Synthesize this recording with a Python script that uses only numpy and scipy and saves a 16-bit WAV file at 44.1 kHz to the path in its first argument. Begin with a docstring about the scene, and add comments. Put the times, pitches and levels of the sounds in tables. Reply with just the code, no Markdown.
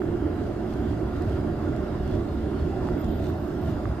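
"""A tram drones over the wash of traffic on a snowy city street, its wheels rumbling on the rails
and setting its body ringing while tyres hiss further off. Icy grit crackles and ticks, a few dry
clacks sound close by, and the wheels moan as they rub the rail. Someone walks alongside with the
microphone: each step thuds softly and hisses in the snow. Near the end, steel squeals thin and faint."""
import sys
import numpy as np
from scipy import signal
from scipy.fft import rfft, irfft
from scipy.io import wavfile
from scipy.ndimage import uniform_filter1d

SR = 44100
rng = np.random.default_rng(int(sys.argv[2]) if len(sys.argv) > 2 else 0)


def wav_record(signal):
    """Record a signal, one row per channel, as 16-bit PCM in the file named by sys.argv[1]."""
    frames = np.transpose(np.atleast_2d(signal))
    bounded = np.clip(frames, -1, 1)
    # unit amplitude maps onto the largest positive 16-bit level
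    quanta = np.round(bounded * 32767).astype(np.int16)
    wavfile.write(sys.argv[1], SR, quanta)


N = 176400
TIME_S, BINS_HZ = np.arange(N) / SR, np.fft.rfftfreq(N, 1 / SR)


def amp(db):
    """Decibels to gain."""
    return 10 ** (np.asarray(db) / 20)


def unit_rms(x):
    """Scales to rms 1."""
    return x / np.sqrt(np.mean(x ** 2) + 1e-20)


def curve(table, hz=BINS_HZ):
    """Interpolates a table on a log-frequency axis."""
    freq_hz, value = np.transpose(table)
    return np.interp(np.log(hz + 1), np.log(freq_hz + 1), value)


def pan(left_db):
    """Left and right gains of constant power, left_db louder on the left."""
    gains = np.array([amp(left_db / 2), amp(-left_db / 2)]).reshape(2, -1)
    return gains / np.sqrt(np.mean(gains ** 2, 0))


def drift(rate_hz):
    """Random motion of rms 1, mostly slower than rate_hz."""
    spectrum = rfft(rng.standard_normal(N)) * np.exp(-(BINS_HZ / rate_hz) ** 2)
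    return unit_rms(irfft(spectrum * (BINS_HZ > 0), N))


def swell(centre_s, sigma_s):
    """Gaussian envelope of peak 1."""
    return np.exp(-.5 * ((TIME_S - centre_s) / sigma_s) ** 2)


def lowpass(x, hz):
    """The part of a sound under hz."""
    return irfft(rfft(x) / (1 + (BINS_HZ / hz) ** 12), N)


def flicker(x, depth_db, frames, bins):
    """Patches of the spectrum swell and fade at random."""
    spectra = signal.stft(x, nperseg=512)[2]
    field = uniform_filter1d(rng.standard_normal(spectra.shape[1:]), frames, 1)
    field = unit_rms(uniform_filter1d(field, bins, 0))
    return signal.istft(spectra * amp(depth_db * field))[1][:, :N]


# Likeness of the two channels: freq_hz, coherence
STREET_COHERENCE = [(60, 0.98), (300, 1), (400, 0.72), (480, 0.17), (570, 1), (720, 0.87), (980, 0.42),
                    (1380, 0.86), (2000, 0.28), (3500, 0.33), (6000, .08)]
# Phase between the channels: freq_hz, left_lead_rad
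STREET_PHASE = [(50, 0.023), (700, 0.01), (900, 0.36), (1200, 1), (1500, 0.32), (2000, 0.63), (3500, 1.1),
                (5000, 1.9)]
def street_noise(gain, left_db):
    """Coloured stereo noise of rms 1: alike in the bass, nearly unrelated in the treble."""
    left, unrelated = rfft(rng.standard_normal((2, N)))
    coherence = np.clip(curve(STREET_COHERENCE), 0, 1)
    right = coherence * left + np.sqrt(1 - coherence ** 2) * unrelated
    right *= np.exp(-1j * curve(STREET_PHASE))
    return unit_rms(irfft(np.array([left, right]) * gain * pan(left_db), N))


# Rolling noise spectrum: freq_hz, level_db
ROLL_SPECTRUM = [(20, -15), (33, -9), (46, -4.5), (75, -1.5), (192, -6.5), (255, -7), (305, -2.5),
                 (358, -2.5), (474, -15), (524, -17), (591, -13.5), (707, -17), (899, -22.5), (1260, -26),
                 (1670, -29.5), (2400, -39.5), (3120, -71), (5280, -120)]
# Stereo balance of tram and traffic: freq_hz, left_db
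STREET_BALANCE = [(60, -0.3), (140, -2.5), (330, -7.5), (500, -1.5), (770, -3.5), (1170, -4), (2740, -1.3),
                  (4190, -2.5), (7000, -0.5)]
# Body, motor and wheel resonances: pitch_hz, half_width_hz, level_db, left_db
TRAM_MODES = [(87.4, 3, -42.5, 0), (223.2, 7.4, -41, -2), (308, 26, -43.5, -6), (360.6, 16.6, -41, -10.5),
              (600.5, 8.7, -50, 8), (719.4, 20, -49, -0.5), (1398, 32, -55.5, 3.5), (2726, 160, -64.5, 4.5),
              (4930, 160, -70, 1)]
# Band swells, each taken about its mean: time_s, rumble_db, drone_db, roar_db
TRAM_SWELLS = [(0, -32, -31, -42), (1.1, -34, -33, -42), (1.7, -31, -34.5, -40.5), (2.4, -34, -32.5, -42.5),
               (2.75, -31.5, -32.5, -41), (3.5, -34, -35.5, -42.5), (4, -33, -37, -41)]
CROSSOVER_HZ = 2530  # rolling noise below, tyre hiss above
def tram(roll_db=-28.5):
    """Wheels rumble on the rails and set the body ringing; rumble, drone and roar rise and fall."""
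    high_cut = 1 / np.sqrt(1 + (BINS_HZ / CROSSOVER_HZ) ** 12)
    rolling = street_noise(amp(curve(ROLL_SPECTRUM)) * high_cut, curve(STREET_BALANCE))
    sound = amp(roll_db) * flicker(rolling, depth_db=1.5, frames=14, bins=4)
    for pitch_hz, half_width_hz, level_db, left_db in TRAM_MODES:
        resonance = 1 / (1 + ((BINS_HZ - pitch_hz) / half_width_hz) ** 2)
        sound += amp(level_db) * street_noise(resonance, left_db)
    rumble, body = lowpass(sound, hz=250), lowpass(sound, hz=470)
    drone, roar = body - rumble, sound - body
    time_s, *bands_db = np.transpose(TRAM_SWELLS)
    gains = [amp(np.interp(TIME_S, time_s, db - db.mean())) for db in bands_db]
    return sum(band * gain for band, gain in zip((rumble, drone, roar), gains))


# Spectrum of tyres on snow: freq_hz, level_db
TYRE_SPECTRUM = [(1180, -33), (2000, 10), (2200, -8), (2410, -9.5), (2810, -3.5), (3040, -6.5), (3230, -4),
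                 (5030, -11), (5920, -18), (6390, -15.5), (11000, -23), (12800, -20), (15400, -27.5)]
# Tyre hiss envelope: time_s, gain_db
TYRE_SWELLS = [(0, -59), (.58, -60.5), (.85, -58), (1.05, -58.5), (1.5, -58), (2.4, -57.5), (3.1, -57),
               (3.5, -58), (4, -59)]
def traffic(fizz_db=-57.5):
    """Tyres on packed snow further off: a hiss that swells and sinks under a steady fizz."""
    low_cut = 1 / np.sqrt(1 + (CROSSOVER_HZ / (BINS_HZ + 1)) ** 12)
    tyres = street_noise(amp(curve(TYRE_SPECTRUM)) * low_cut, curve(STREET_BALANCE))
    tyres = flicker(tyres, depth_db=2.54, frames=20, bins=3)
    hiss = lowpass(tyres, hz=5600)
    hiss_db = np.interp(TIME_S, *np.transpose(TYRE_SWELLS))
    return amp(hiss_db) * hiss + amp(fizz_db) * (tyres - hiss)


# Spectrum of an ice click: freq_hz, level_db
ICE_SPECTRUM = [(1000, -20), (4500, 11), (7000, 4.5), (15000, -5.5)]
def ice_crackle(level_db, clicks_per_s=300, spread_db=3.0):
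    """Ice crystals snap one by one: bright clicks of uneven size."""
    sizes = amp(spread_db * np.minimum(rng.exponential(1, (2, N)), 4))
    clicks = sizes * rng.choice([-1, 1], (2, N)) * (rng.random((2, N)) < clicks_per_s / SR)
    return amp(level_db) * unit_rms(irfft(rfft(clicks) * amp(curve(ICE_SPECTRUM)), N))


def impacts(events, spectrum, t60_s, rattle_db):
    """Each hit is a sharp impulse and a brief rattle, both coloured by what is struck."""
    out, t = np.zeros((2, N)), np.arange(4096) / SR
    log_gain = np.log(amp(curve(spectrum, abs(np.fft.fftfreq(len(t), 1 / SR)))))
    ring = np.fft.ifft(np.exp(np.conj(signal.hilbert(log_gain)))).real  # minimum phase
    for start_s, peak_db, left_db in events:
        rattle = rng.standard_normal((2, len(t))) * amp(-60 * t / t60_s)
        rattle /= np.linalg.norm(rattle, axis=1, keepdims=True)
        force = (t == 0) + amp(rattle_db) * rattle
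        burst = signal.fftconvolve(force, ring[None])[:, :len(t)] * pan(left_db)
        slot = out[:, round(start_s * SR):][:, :len(t)]
        slot += (amp(peak_db) * burst / abs(burst).max())[:, :slot.shape[1]]
    return out


# Dry clacks: start_s, peak_db, left_db
CLACKS = [(.0184, -25, -16), (2.8103, -31, -8), (2.8876, -25, -10), (3.3006, -29, -10), (3.8552, -22, -13)]
# Clack spectrum: freq_hz, level_db
CLACK_SPECTRUM = [(200, -33), (700, -8), (1200, 13), (1700, 5), (2500, -15), (10000, -52)]
def clacks():
    """Short, dry knocks close by on the right."""
    return impacts(CLACKS, CLACK_SPECTRUM, t60_s=0.02, rattle_db=-10)


# Wheel moans: centre_s, pitch_hz, level_db
WHEEL_MOANS = [(.17, 355, -34.5), (1.74, 636, -39.5), (2.29, 582, -45), (2.6, 4290, -61),
               (2.74, 783, -43.5), (3.215, 661, -41.5), (3.66, 660, -42)]
def wheel_moans(waver=0.007, roughness=0.9):
    """A wheel rubs the rail: one mode swells out of the roar and sinks back."""
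    out = np.zeros(N)
    for centre_s, pitch_hz, level_db in WHEEL_MOANS:
        phase = 2 * np.pi * np.cumsum(pitch_hz * (1 + waver * drift(rate_hz=22.3))) / SR
        tone = unit_rms((1 + roughness * drift(rate_hz=44)) * np.sin(phase))
        out += amp(level_db) * swell(centre_s, sigma_s=0.031) * tone
    return out * pan(left_db=-3.0)


# Footfalls: centre_s, thud_db, snow_db
FOOTFALLS = [(.46, -30, -62), (.74, -35.5, -59), (.89, -42, -60.5), (1.16, -31, -62), (1.32, -28, -57),
             (1.65, -40, -62), (2.14, -28.5, -58), (2.38, -31, -74), (2.6, -31, -61), (2.87, -33.5, -59.5),
             (3.25, -28, -54.5), (3.68, -29.5, -54.5), (3.85, -30, -70)]
# Spectra of a thud and of trodden snow: freq_hz, level_db
THUD_SPECTRUM = [(15, -23), (35, -13), (55, -6), (80, -2.5), (115, -9), (180, -19), (400, -22.5),
                 (1000, -74)]
SNOW_SPECTRUM = [(200, -22), (900, -9), (2200, 5.5), (3500, 6), (6000, -4), (10000, -10.5), (15000, -12)]
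def footsteps(crunch_db=4.0):
    """Each step jolts the microphone with a soft thud and presses hiss and snaps out of the snow."""
    jolt = sum(amp(db) * swell(centre_s, sigma_s=0.069) for centre_s, db, _ in FOOTFALLS)
    press = sum(amp(db) * swell(centre_s, sigma_s=0.045) for centre_s, _, db in FOOTFALLS)
    hiss = street_noise(amp(curve(SNOW_SPECTRUM)), left_db=-1)
    grains = unit_rms(hiss * amp(crunch_db * drift(rate_hz=250)))
    thud = street_noise(amp(curve(THUD_SPECTRUM)), left_db=-1)
    return jolt * thud + press * (grains + ice_crackle(level_db=-10))


# Ticks of grit: start_s, peak_db, left_db
GRIT_TICKS = [(.7383, -37, -8), (1.2219, -38, -4), (1.7635, -42, -8), (2.078, -39, -9), (3.0453, -34, -10)]
def grit_ticks():
    """Icy grit gives a few bright, scratchy ticks."""
    return impacts(GRIT_TICKS, ICE_SPECTRUM, t60_s=0.009, rattle_db=3.5)


# Squeal envelope: time_s, level_db
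SQUEAL_LEVELS = [(2.88, -82), (2.96, -73), (3.015, -59), (3.06, -74), (3.11, -61), (3.19, -69),
                 (3.28, -63.5), (3.35, -71), (3.42, -65), (3.54, -71), (3.62, -65), (3.7, -68), (3.81, -85)]
def squeal(pitch_hz=12106, waver_hz=9, skirt_hz=76, roughness=0.86):
    """Steel rubs on steel: one high, wavering mode with a noisy skirt."""
    phase = 2 * np.pi * np.cumsum(pitch_hz + waver_hz * drift(rate_hz=24)) / SR
    channels = []
    for angle in (phase, phase + np.pi / 2):
        skirt = drift(skirt_hz) * np.cos(angle) + drift(skirt_hz) * np.sin(angle)
        channels.append(np.cos(angle) + roughness * skirt)
    time_s, level_db = np.transpose(SQUEAL_LEVELS)
    gate = (TIME_S > time_s[0]) & (TIME_S < time_s[-1])
    envelope = amp(np.interp(TIME_S, time_s, level_db)) * gate
    return unit_rms(np.array(channels)) * envelope * pan(left_db=5.0)


def scene():
    """Tram, traffic, ice and the walker together."""
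    clicks = clacks() + grit_ticks() + ice_crackle(level_db=-74)
    return clicks + tram() + wheel_moans() + squeal() + traffic() + footsteps()


def record(dry, cutoff_hz=15400, fade_s=0.003):
    """Fades both ends and applies a steep band limit."""
    fade = np.minimum(np.minimum(TIME_S, TIME_S[::-1]) / fade_s, 1)
    band_limit = signal.ellip(10, .05, 70, cutoff_hz, fs=SR, output="sos")
    return signal.sosfiltfilt(band_limit, dry * fade)


dry = scene()
out = record(dry)
wav_record(out)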